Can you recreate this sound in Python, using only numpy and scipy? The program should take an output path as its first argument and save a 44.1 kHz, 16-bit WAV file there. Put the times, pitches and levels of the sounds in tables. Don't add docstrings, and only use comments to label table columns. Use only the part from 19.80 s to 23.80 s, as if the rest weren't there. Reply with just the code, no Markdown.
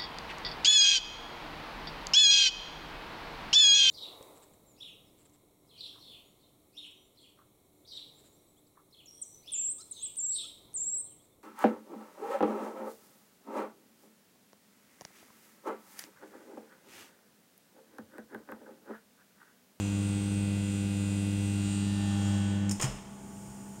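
import sys
import numpy as np
from scipy import signal
from scipy.fft import rfft, irfft
from scipy.io import wavfile
from scipy.ndimage import uniform_filter1d, map_coordinates

SR = 44100
rng = np.random.default_rng(int(sys.argv[2]) if len(sys.argv) > 2 else 0)


def file_out(sig):
    cols = np.atleast_2d(sig).T
    lim = np.clip(cols, -1, 1)
    pcm = np.round(lim * 32767).astype(np.int16)
    wavfile.write(sys.argv[1], SR, pcm)


N = 176400
T = np.arange(N) / SR
STEPS = np.arange(401) / 100
HUM_HZ, POWER_OFF_S, TOP_HZ = 100.07, 2.91, 15750

WALK_TIMES = [1.65, 1.88, 2.05, 2.5]
# level/dB at the side, corner, door
HUM_LEVELS = [(-32, -33, -32), (-34, -30.5, -30.5), (-40.5, -42, -41.5), (-54, -59, -64),
              (-49.5, -75.5, -55.5)]
# f/Hz, level/dB at the side, corner, door
BUZZ_SPECTRUM = [(700, -67.5, -70, -63), (1070, -71, -66, -71), (1880, -70, -78, -74),
                 (2750, -73, -66, -77), (3200, -66.5, -64, -61.5), (4200, -70, -67.5, -71),
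                 (5700, -77.5, -75, -75), (6570, -79.5, -81.5, -85), (6720, -64.5, -62, -65),
                 (7300, -70.5, -73, -81), (8250, -64.5, -66, -65), (8520, -70.5, -68, -67),
                 (9920, -71.5, -75.5, -80), (11000, -85, -91, -91), (12300, -83, -89, -90),
                 (13100, -91, -96, -91)]
# multiple of the hum pitch, level/dB at the side, corner, door
PANEL_RESONANCES = [(6, -61.5, -66, -55.5), (8, -62, -55.5, -53), (14, -63, -62, -63),
                    (15, -64, -64.5, -57.5), (17, -84, -70, -61), (18, -90, -59, -59.5),
                    (20, -61.5, -64, -65), (25, -56.5, -61, -65.5), (27, -56, -56.5, -59.5),
                    (28, -63.5, -53, -62), (29, -64, -65, -58.5), (30, -70, -59, -93), (32, -68, -64, -56),
                    (33, -60, -60, -57), (39, -68, -59, -61.5), (46, -67.5, -61, -64.5),
                    (60, -64, -64, -75), (71.4, -62, -55.5, -56), (82.5, -54, -57, -57)]
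# t/s, level/dB
BUZZ_CURVE = [(0, .5), (1.7, -.5), (1.9, 1.5), (2.1, -0.5), (2.3, 1.5), (2.9, -2)]
# t/s, level/dB
TREBLE_CURVE = [(0, -0.5), (.5, -0.5), (1.4, 1), (2.2, 0), (2.55, -0.5), (2.72, -3), (2.88, -16)]
# f/Hz, level/dB per Hz
FAN_SPECTRUM = [(25, -107), (55, -69.5), (80, -85), (130, -72), (220, -76), (300, -75), (450, -82),
                (650, -88.5), (1000, -95.5), (1700, -91.5), (2800, -89.5), (4100, -100), (5500, -101),
                (7000, -96), (8300, -95), (11000, -112), (15000, -118)]
# f/Hz, level/dB per Hz
VENT_SPECTRUM = [(100, -86), (300, -87), (550, -79.5), (850, -76), (1200, -78.5), (1700, -92),
                 (3300, -83.5), (4200, -93), (7000, -83), (12000, -115)]
# t/s, level/dB
VENT_CURVE = [(0, -9), (1.5, -29), (2.1, -14), (2.5, -2), (2.7, -7), (2.9, -9.5), (3.2, -15.5), (4, -29)]
# f/Hz, level/dB per Hz
ROOM_SPECTRUM = [(20, -92), (55, -77.5), (80, -80), (130, -73), (220, -77.5), (330, -79), (500, -87.5),
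                 (850, -91.5), (1200, -93), (2000, -98.5), (3100, -99), (4000, -109), (6000, -112),
                 (15000, -118)]
# f/Hz, level/dB per Hz
HISS_SPECTRUM = [(3000, -125), (4300, -108), (5400, -97.5), (6100, -98.5), (7000, -89), (7700, -97),
                 (8400, -90.5), (9500, -97.5), (11000, -104), (13700, -108), (14900, -103), (15800, -110)]
# t/s, level/dB
HISS_CURVE = [(0, -5), (2.5, -1.5), (2.75, -15), (3.3, -5), (3.6, 0.5), (4, 0)]
# f/Hz, level/dB
DRONE_TONES = [(134.6, -61), (199.6, -48), (400, -65), (662, -65), (799, -67.5), (861.3, -61), (926, -72),
               (1125, -70.5), (1459, -74.5)]
# t/s, metal snap level/dB, plastic knock level/dB, fade time/s
LATCH_HITS = [(2.8945, -31, -50, 0.021), (2.9112, -30.5, -57, 0.06), (2.916, -34.5, -54, 0.061),
              (2.9982, -38, -35, 0.029), (3.0014, -42, -31.5, 0.046), (3.0125, -30, -44, 0.06),
              (3.0232, -27.5, -32, 0.054), (3.0273, -31, -31, 0.067), (3.041, -34.5, -34, 0.093)]
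# f/Hz, relative level/dB
SNAP_SPECTRUM = [(1000, -10), (3200, -17), (4300, -21), (5250, 1), (6000, -4.5), (6950, 3.5), (7700, -4),
                 (8500, 0.5), (9400, -8.5), (11000, -16), (14000, -21), (15300, -24)]
# f/Hz, relative level/dB
KNOCK_SPECTRUM = [(60, 5), (200, 3), (350, 2), (500, 0.5), (800, 0.5), (1200, 1.5), (1550, -7),
                  (1900, -2.5), (2400, -5), (3100, -3), (4000, -14), (6000, -18), (12000, -35)]
# f/Hz, level/dB relative to the hit, fade time/s
DOOR_TONES = [(810, -20, 0.31), (1438, -27, .5), (1860, -21, 0.24), (2859, -31, .33), (3165, -26, 0.66),
              (5210, -23, 0.47), (6400, -36, 0.23), (6917, -21, 0.11), (7110, -32, 0.21), (8800, -19, .22)]
# t/s, f/Hz, level/dB, rise time/s, fade time/s
DOOR_THUMPS = [(3.034, 131, -23, 0.01, 0.22), (3.06, 43.7, -40, 0.048, 0.34)]


def from_db(db):
    return 10 ** (np.asarray(db) / 20)


def db_at(spectrum, hz):
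    f, db = np.transpose(spectrum)
    return np.interp(np.log(hz + 1e-3), np.log(f), db)


def gain_along(curve, t=T):
    return from_db(np.interp(t, *np.transpose(curve)))


def along_walk(levels, t=T):
    place = np.interp(t, WALK_TIMES, [0.15, 0.69, 0.88, 2])
    return sum(np.maximum(1 - abs(place - k), 0) * db for k, db in enumerate(levels))


def drift(rate_hz, shape):
    memory = np.exp(-2 * np.pi * rate_hz / 100)
    white = rng.standard_normal((shape[0] + 200,) + shape[1:])
    slow = signal.lfilter([1], [1, -2 * memory, memory ** 2], white, axis=0)[200:]
    return slow / slow.std()


def waver(rate_hz):
    return np.interp(T, STEPS, drift(rate_hz, STEPS.shape))


def noise(spectrum):
    hz = np.arange(N // 2 + 1) * SR / N
    white = rfft(rng.standard_normal(N))
    return irfft(white * from_db(db_at(spectrum, hz)), N) * np.sqrt(SR / 2)


def fade(start_s, fade_s):
    return np.exp(-np.log(1000) * np.maximum(T - start_s, 0) / fade_s)


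def transformer_hum(waver_db=0.85, stop_s=0.09):
    hum = 0
    for multiple, levels in enumerate(HUM_LEVELS, 1):
        gain = from_db(along_walk(levels) + waver_db * waver(2))
        hum += gain * np.cos(2 * np.pi * multiple * HUM_HZ * T)
    switch_off = np.clip(1 - (T - POWER_OFF_S) / stop_s, 0, 1) ** 1.46
    return np.sqrt(2) * hum * switch_off


def buzz_gains(hz, t, scatter_db=2.75, swell_db=1.67):
    db = np.array([db_at(np.array(BUZZ_SPECTRUM)[:, [0, place]], hz) for place in (1, 2, 3)])
    db += scatter_db * rng.standard_normal(db.shape)
    for multiple, *levels in PANEL_RESONANCES:
        db[:, round(multiple)] = levels
    gain = from_db(along_walk(db, t)) * gain_along(BUZZ_CURVE, t)
    gain *= gain_along(TREBLE_CURVE, t) ** np.clip((hz - 2500) / 3000, 0, 1)
    gain[:, :len(HUM_LEVELS) + 1] = 0
    swell = uniform_filter1d(drift(3.2, gain.shape), size=12, axis=1)
    return gain * from_db(swell_db * swell / swell.std() * (hz > 6000))


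def case_buzz(beat_s=0.212, slide_s=22e-6, wander_depth=0.13, wander_hz=2.8, size=8192):
    t = STEPS[:, None]
    hz = HUM_HZ * np.arange(int(TOP_HZ / HUM_HZ))
    gain = buzz_gains(hz, t)
    slide_angle = 2 * np.pi * hz * slide_s * np.sin(np.pi * (t - 0.15) / beat_s)
    tones = []
    for share in (np.cos(slide_angle), np.sin(slide_angle)):
        wander = wander_depth * (drift(wander_hz, gain.shape) + 1j * drift(wander_hz, gain.shape))
        random_phase = np.exp(2j * np.pi * rng.random(len(hz)))
        tones.append(gain * share * (random_phase + wander))
    spectra = np.stack(tones, axis=-1).reshape(len(t), -1)
    waves = irfft(spectra, size, axis=1) * size / np.sqrt(2)
    loop_position = (HUM_HZ / 2 * T % 1) * size
    buzz = map_coordinates(waves, [T / STEPS[1], loop_position], order=1, mode="nearest")
    return buzz * fade(POWER_OFF_S, fade_s=0.094)


def fan(flutter=0.1, blade_hz=181.5, blade_db=-47):
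    air = noise(FAN_SPECTRUM) * (1 + flutter * np.cos(2 * np.pi * HUM_HZ * T))
    blades = np.sqrt(2) * from_db(blade_db) * np.sin(2 * np.pi * blade_hz * T + 0.13 * waver(1.7))
    return (air + blades) * fade(POWER_OFF_S, fade_s=0.95)


def vent_air():
    return noise(VENT_SPECTRUM) * gain_along(VENT_CURVE)


def appliance_drone(waver_db=1.23):
    drone = 0
    for hz, db in DRONE_TONES:
        gain = from_db(db + waver_db * waver(12))
        drone += gain * np.sin(2 * np.pi * hz * T + 0.27 * waver(4))
    return np.sqrt(2) * drone * from_db(along_walk([-13.5, 0, 0]))


def room_noise():
    return noise(ROOM_SPECTRUM) + noise(HISS_SPECTRUM) * gain_along(HISS_CURVE)


def burst(spectrum, power):
    ringing = noise(spectrum)
    return ringing / ringing.std() * np.sqrt(power)


def switch_and_latch(echo_fade_s=0.64, echo_rise_s=0.01, snap_echo_db=-18, knock_echo_db=-11):
    snap_power, knock_power = 0, 0
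    for start_s, snap_db, knock_db, fade_s in LATCH_HITS:
        direct = fade(start_s, fade_s) * (T >= start_s)
        echo_rise = 1 - np.exp(-np.maximum(T - start_s, 0) / echo_rise_s)
        echo = echo_rise * fade(start_s, echo_fade_s)
        snap_power += from_db(snap_db) ** 2 * (direct ** 2 + (from_db(snap_echo_db) * echo) ** 2)
        knock_power += from_db(knock_db) ** 2 * (direct ** 2 + (from_db(knock_echo_db) * echo) ** 2)
    return burst(SNAP_SPECTRUM, snap_power) + burst(KNOCK_SPECTRUM, knock_power)


def door_ring(split_hz=4000):
    times, snap_db, knock_db, _ = np.transpose(LATCH_HITS)
    ring = 0
    for hz, db, fade_s in DOOR_TONES:
        hit_db = snap_db if hz > split_hz else knock_db
        kicks = np.zeros(N) + 1e-18
        kicks[(times * SR).astype(int)] = from_db(db + hit_db) * rng.choice([-1, 1], len(times))
        decay = np.exp(-np.log(1000) / (fade_s * SR))
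        angle = 2 * np.pi * hz / SR
        ring += signal.lfilter([0, np.sin(angle)], [1, -2 * decay * np.cos(angle), decay ** 2], kicks)
    return ring


def door_thump():
    thump = 0
    for start_s, hz, db, rise_s, fade_s in DOOR_THUMPS:
        age = T - start_s
        gain = from_db(db) * np.clip(age / rise_s, 0, 1) * fade(start_s + rise_s, fade_s)
        thump += gain * np.sin(2 * np.pi * hz * age)
    return thump


def scene():
    oven = transformer_hum() + case_buzz() + fan() + vent_air()
    kitchen = appliance_drone() + room_noise()
    door = switch_and_latch() + door_ring() + door_thump()
    return (oven + kitchen + door)[None]


def record(dry):
    return signal.sosfilt(signal.ellip(12, .1, 80, TOP_HZ, fs=SR, output="sos"), dry)


dry = scene()
out = record(dry)
file_out(out)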